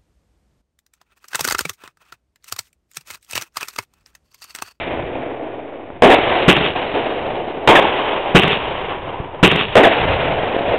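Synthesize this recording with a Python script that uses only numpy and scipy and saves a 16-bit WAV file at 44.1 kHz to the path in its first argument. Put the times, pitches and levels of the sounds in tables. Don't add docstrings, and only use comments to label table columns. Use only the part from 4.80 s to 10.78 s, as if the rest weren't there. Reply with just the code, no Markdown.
import sys
import numpy as np
from scipy import signal
from scipy.fft import rfft, irfft
from scipy.io import wavfile
from scipy.ndimage import uniform_filter1d

SR = 44100
rng = np.random.default_rng(int(sys.argv[2]) if len(sys.argv) > 2 else 0)


def elevation(decibels):
    levels = np.asarray(decibels, float)
    return 10 ** (levels / 20)


def digitize_waveform(pressure):
    field = np.atleast_2d(pressure).T
    bounded = np.clip(field, -1, 1)
    quanta = np.round(bounded * 32767).astype(np.int16)
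    wavfile.write(sys.argv[1], SR, quanta)


N = 263718


def evened(x):
    return x / np.sqrt(np.mean(x ** 2) + 1e-20)


def add(mix, start_s, sound):
    part = mix[round(start_s * SR):][:len(sound)]
    part += sound[:len(part)]


def coloured(x, colour):
    hz = np.fft.rfftfreq(len(x), 1 / SR) + 1
    colour_hz, colour_db = np.transpose(colour)
    return hz, rfft(x) * elevation(np.interp(np.log(hz), np.log(colour_hz), colour_db))


def low_pass(x, hz, count):
    taps = signal.firwin(count, hz, window=("kaiser", 9), fs=SR)
    return signal.oaconvolve(x, taps[None], "same")


def blast(ms):
    u = np.arange(2000) / SR / (ms / 1000)
    return (1 - u) * np.exp(-u)


def scatter(size, per_s, spread_db):
    chance, rarity, sign = rng.random((size, 3)).T
    strength = elevation(spread_db * np.minimum(-np.log(rarity + 1e-9), 3))
    return (chance < per_s / SR) * strength * np.sign(sign - .5)


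SPLIT_HZ = (260, 1150)


def echoes(taps, colour, gains):
    hz, spectrum = coloured(taps, colour)
    low, high = (1 / (1 + (hz / edge_hz) ** 6) for edge_hz in SPLIT_HZ)
    bands = (np.sqrt(low), np.sqrt(high - low), np.sqrt(1 - high))
    return sum(evened(irfft(spectrum * b, len(taps))) * g for b, g in zip(bands, gains))


# middle in seconds, level in dB, half length in seconds.
GUSTS = [
    (.12, -35.5, 0.3),
    (1.5, -33, 0.2),
    (2.5, -36.5, 0.14),
    (3.1, -38.5, 0.2),
    (4.1, -38.5, 0.68),
    (5.29, -23, 0.071),
    (5.504, -28, 0.14),
    (5.9, -32.5, .1),
]
# frequency in Hz, density in dB per Hz.
GUST_COLOUR = [(12, -32), (20, -6), (49, -6), (86, -1.5), (157, -4), (198, -7), (250, -32), (320, -44.5),
               (550, -120)]


def wind():
    calm_db, shake_db, shake_s = -50, -35.5, 0.21
    t = np.arange(N) / SR
    gusts = sum(elevation(db) ** 2 * np.exp(-((t - s) / half_s) ** 2) for s, db, half_s in GUSTS)
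    since = [np.maximum(t - s, 0) / shake_s for s, _ in LIFTS]
    shakes = sum((elevation(shake_db) * u * np.exp(1 - u)) ** 2 for u in since)
    lumps = evened(uniform_filter1d(rng.standard_normal(N), 3000))
    rumble = evened(irfft(coloured(rng.standard_normal(N), GUST_COLOUR)[1], N))
    return rumble * np.sqrt(elevation(calm_db) ** 2 + gusts + shakes) * elevation(0.73 * lumps)


# start in seconds, level in dB, brightness in dB, hold in seconds, fade in dB/s.
RUSHES = [(-.02, -30, 3, 0.013, 65), (0.048, -25.5, -10.5, 0.62, 19), (0.259, -49, -1, 0.023, 67),
          (1.33, -20.5, 2, 0.44, 35), (1.956, -25, -1.5, 0.089, 27), (2.144, -22.5, -5.5, 0.077, 2),
          (3.008, -18.5, -4, 0.075, 38), (3.185, -22, -6, 0.088, 5), (3.795, -28.5, -1, 0.21, 36),
          (4.878, -33.5, 4.5, .05, 19.5), (5.054, -20.5, 2.5, 0.96, 8), (5.73, -27, -6, 0.084, 27.5),
          (5.879, -22, -6.5, 0.032, 39)]


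def rush_strength():
    rise_s, boom_db = 0.0067, -28
    night_db, fade_share, air_db_per_s = (-55.5, -39.5, -50.5), (0.88, 0.88, 0.74), (19.5, 4, 15)
    t = np.arange(N) / SR
    power = elevation(np.array(night_db))[:, None] ** 2
    for s, db, bright_db, hold_s, fade in RUSHES:
        since = np.maximum(t - s, 0)
        faded_db = np.outer(fade_share, fade * np.maximum(since - hold_s, 0))
        worn_db = faded_db + np.outer(air_db_per_s, since)
        start_db = db + np.array([boom_db, 0, bright_db])
        rise = np.minimum(since / rise_s, 1)
        power = power + (t > s) * rise * elevation(start_db[:, None] - worn_db) ** 2
    return np.sqrt(power)


# frequency in Hz, density in dB per Hz.
RUSH_COLOURS = [
    [(59, -18.5), (100, -2), (187, -19.5), (263, -6.5), (690, -8.5), (1250, -23.5), (1400, -23),
     (2350, -17.5), (3900, -28), (5070, -61), (8580, -120)],
    [(59, -40.5), (100, -16), (193, -4.5), (403, 2), (734, -0.5), (1310, -16), (2910, -13), (3560, -21),
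     (3900, -18), (5070, -64), (8580, -120)],
    [(59, -25), (100, -17.5), (219, -12), (341, -7.5), (391, -5.5), (982, -5.5), (1310, -14), (3010, -6),
     (3900, -14.5), (5070, -50), (8580, -120)],
    [(59, -35.5), (100, -3.5), (341, -1.5), (478, 2), (679, 1.5), (1240, -16), (2780, -15), (3560, -21.5),
     (3900, -21), (5070, -49.5), (8580, -120)],
]


def rush():
    clumps = elevation(1.5 * evened(uniform_filter1d(rng.standard_normal(N), 800)))
    taps = scatter(N, 9000, 2.1) * clumps
    gains = rush_strength()
    last_burst = np.searchsorted([b[0] for b in BURSTS], np.arange(N) / SR)
    return np.choose(last_burst, [echoes(taps, colour, gains) for colour in RUSH_COLOURS])


# start in seconds, peak in dB, length
# in ms.
THUDS = [(1.103, -16, .45), (1.388, 4.5, .3), (1.518, -9, .4), (2.142, -10, .5), (2.775, -14, .5),
         (3.026, .7, .25), (3.045, -6, .4), (3.192, -9, .2), (4.401, -13, 2.2), (5.255, -7.5, .5),
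         (5.765, -7.5, .5), (5.809, -9.5, .5)]


def thuds():
    out = np.zeros(N)
    for s, db, ms in THUDS:
        hold = np.exp(-1000 / (.3 * ms * SR))
        dulled = signal.lfilter([(1 - hold) ** 2], [1, -2 * hold, hold ** 2], blast(ms))
        add(out, s, -elevation(db) * dulled / dulled.max())
    return out


def answer(groups, bands_db, release_db_per_s):
    t, power = np.arange(SR // 2) / SR, 0
    for s, length_s, db, fade, bright_db in groups:
        db_t = db - fade * np.clip(t - s, 0, length_s)
        db_t = db_t - release_db_per_s * np.maximum(t - s - length_s, 0)
        tilt_db = np.array(bands_db) + bright_db * np.array([-1, 0, 1])
        power = power + (t >= s) * elevation(db_t + tilt_db[:, None]) ** 2
    return np.sqrt(power)


def volley(shots, colours, gains, sound_back, alike, clump_db):
    size, out = SR // 2, np.zeros(N)
    shared = scatter(size, 5000, 3.6)
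    clumps = elevation(clump_db * evened(uniform_filter1d(rng.standard_normal(size), 350)))
    for (s, db, *more), colour in zip(shots, colours):
        own = scatter(size, 5000, 4.0)
        taps = clumps * (alike * shared + np.sqrt(1 - alike ** 2) * own)
        add(out, s, elevation(db) * (echoes(taps, colour, gains) + sound_back(size, *more)))
    return out


# delay in seconds, slap in dB, boom in dB.
WALLS = [(.0325, 6, -14), (.041, 4, -12), (.0485, 4, -9), (.061, -24, -13), (.0715, -6, -24),
         (.076, -5, -24), (.0875, 3, -24), (.0955, -20, -10), (.117, -13, -18), (.132, -11, -12),
         (.149, -8, -22), (.183, -12, -16), (.224, -12, -22)]


def walls(size):
    out, t = np.zeros(size), np.arange(400) / SR
    slap = np.sin(2 * np.pi * 2800 * t) * np.exp(-t / .0005)
    boom = signal.lfilter([1], [1, -.9], blast(.9))
    for s, slap_db, boom_db in WALLS:
        add(out, s, elevation(slap_db) * slap)
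        add(out, s, elevation(boom_db) * boom / boom.max())
    return out


def fence(size, delay_ms, db):
    out, t = np.zeros(size), np.arange(round(.027 * SR)) / SR
    uneven = evened(uniform_filter1d(rng.standard_normal((len(t), 2)), 60, axis=0)).T
    slats_hz = 1500 + 540 * np.exp(-t / .018) + 40 * uneven[0]
    phase = 2 * np.pi * np.cumsum(slats_hz) / SR
    chirp = (np.sin(phase) + .45 * np.sin(2 * phase)) * (1 + .25 * uneven[1])
    add(out, delay_ms / 1000, 1.4 * elevation(db) * chirp * signal.windows.tukey(len(t), .4))
    return out


# start in seconds, strength in dB.
LIFTS = [
    (1.6806, 1.6),
    (3.5481, 4),
    (4.629, 4),
]
# delay in seconds, length in seconds, level in dB, fade in dB/s, brightness in dB.
FROM_GROUND = [(0, .012, 6, -600, -3), (.012, .014, 14, 1600, 3), (.025, .03, -12, 400, -1),
               (.085, .05, -27, 20, -2), (.052, .13, -28, 10, 6), (.182, .075, -29, 200, 7)]
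GROUND_BANDS_DB = (-2, 0, -2)
# frequency in Hz, density in dB per Hz.
GROUND_COLOUR = [(35, -71.5), (60, -20), (190, 1.5), (265, -3.5), (424, 3.5), (542, -3), (999, -4),
                 (1500, -5), (2750, 3), (3900, -0.5), (5070, -79), (8580, -120)]


def lifts():
    gains = answer(FROM_GROUND, GROUND_BANDS_DB, release_db_per_s=2500)
    return volley(LIFTS, [GROUND_COLOUR] * len(LIFTS), gains, walls, alike=0.974, clump_db=2.0)


# start in seconds, strength in dB, fence delay in ms, fence level in dB.
BURSTS = [
    (1.2217, .6, 86, -14),
    (2.875, -.6, 77, -9.5),
    (4.9547, -1.2, 78, -9.5),
]
# delay in seconds, length in seconds, level in dB, fade in dB/s, brightness in dB.
FROM_SKY = [(0, .0045, 12, 1300, 0), (.0112, .01, 9, 750, -1), (.022, .04, 1.5, 350, 0),
            (.05, .035, -11, 10, 1), (.08, .045, -10, 10, 3), (.122, .06, -17, 250, 1.5)]
SKY_BANDS_DB = (-14, 2, -6.5)


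def bursts():
    gains = answer(FROM_SKY, SKY_BANDS_DB, release_db_per_s=5000)
    return volley(BURSTS, RUSH_COLOURS[1:], gains, fence, alike=0.7, clump_db=1.2)


def scene():
    return (wind() + rush() + thuds() + lifts() + bursts())[None]


def band_limit(x):
    return signal.sosfilt(signal.butter(12, 16660, fs=SR, output="sos"), x)


def record(dry):
    converter_hz, input_hz, mic_hz, edge_hz = 8000, 3985, 3900, 15900
    converter_top, output_top, offset = .708, .714, -.006
    sampled = low_pass(np.clip(dry, -converter_top, converter_top), input_hz, count=301)
    carrier = np.cos(2 * np.pi * converter_hz * np.arange(N) / SR)
    mirrored = sampled * (1 + 2 * carrier)
    smoothed = low_pass(mirrored, mic_hz, count=171)
    trimmed = np.clip(smoothed, -output_top, output_top)
    return band_limit(low_pass(trimmed, edge_hz, count=151) + offset)


dry = scene()
out = record(dry)
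digitize_waveform(out)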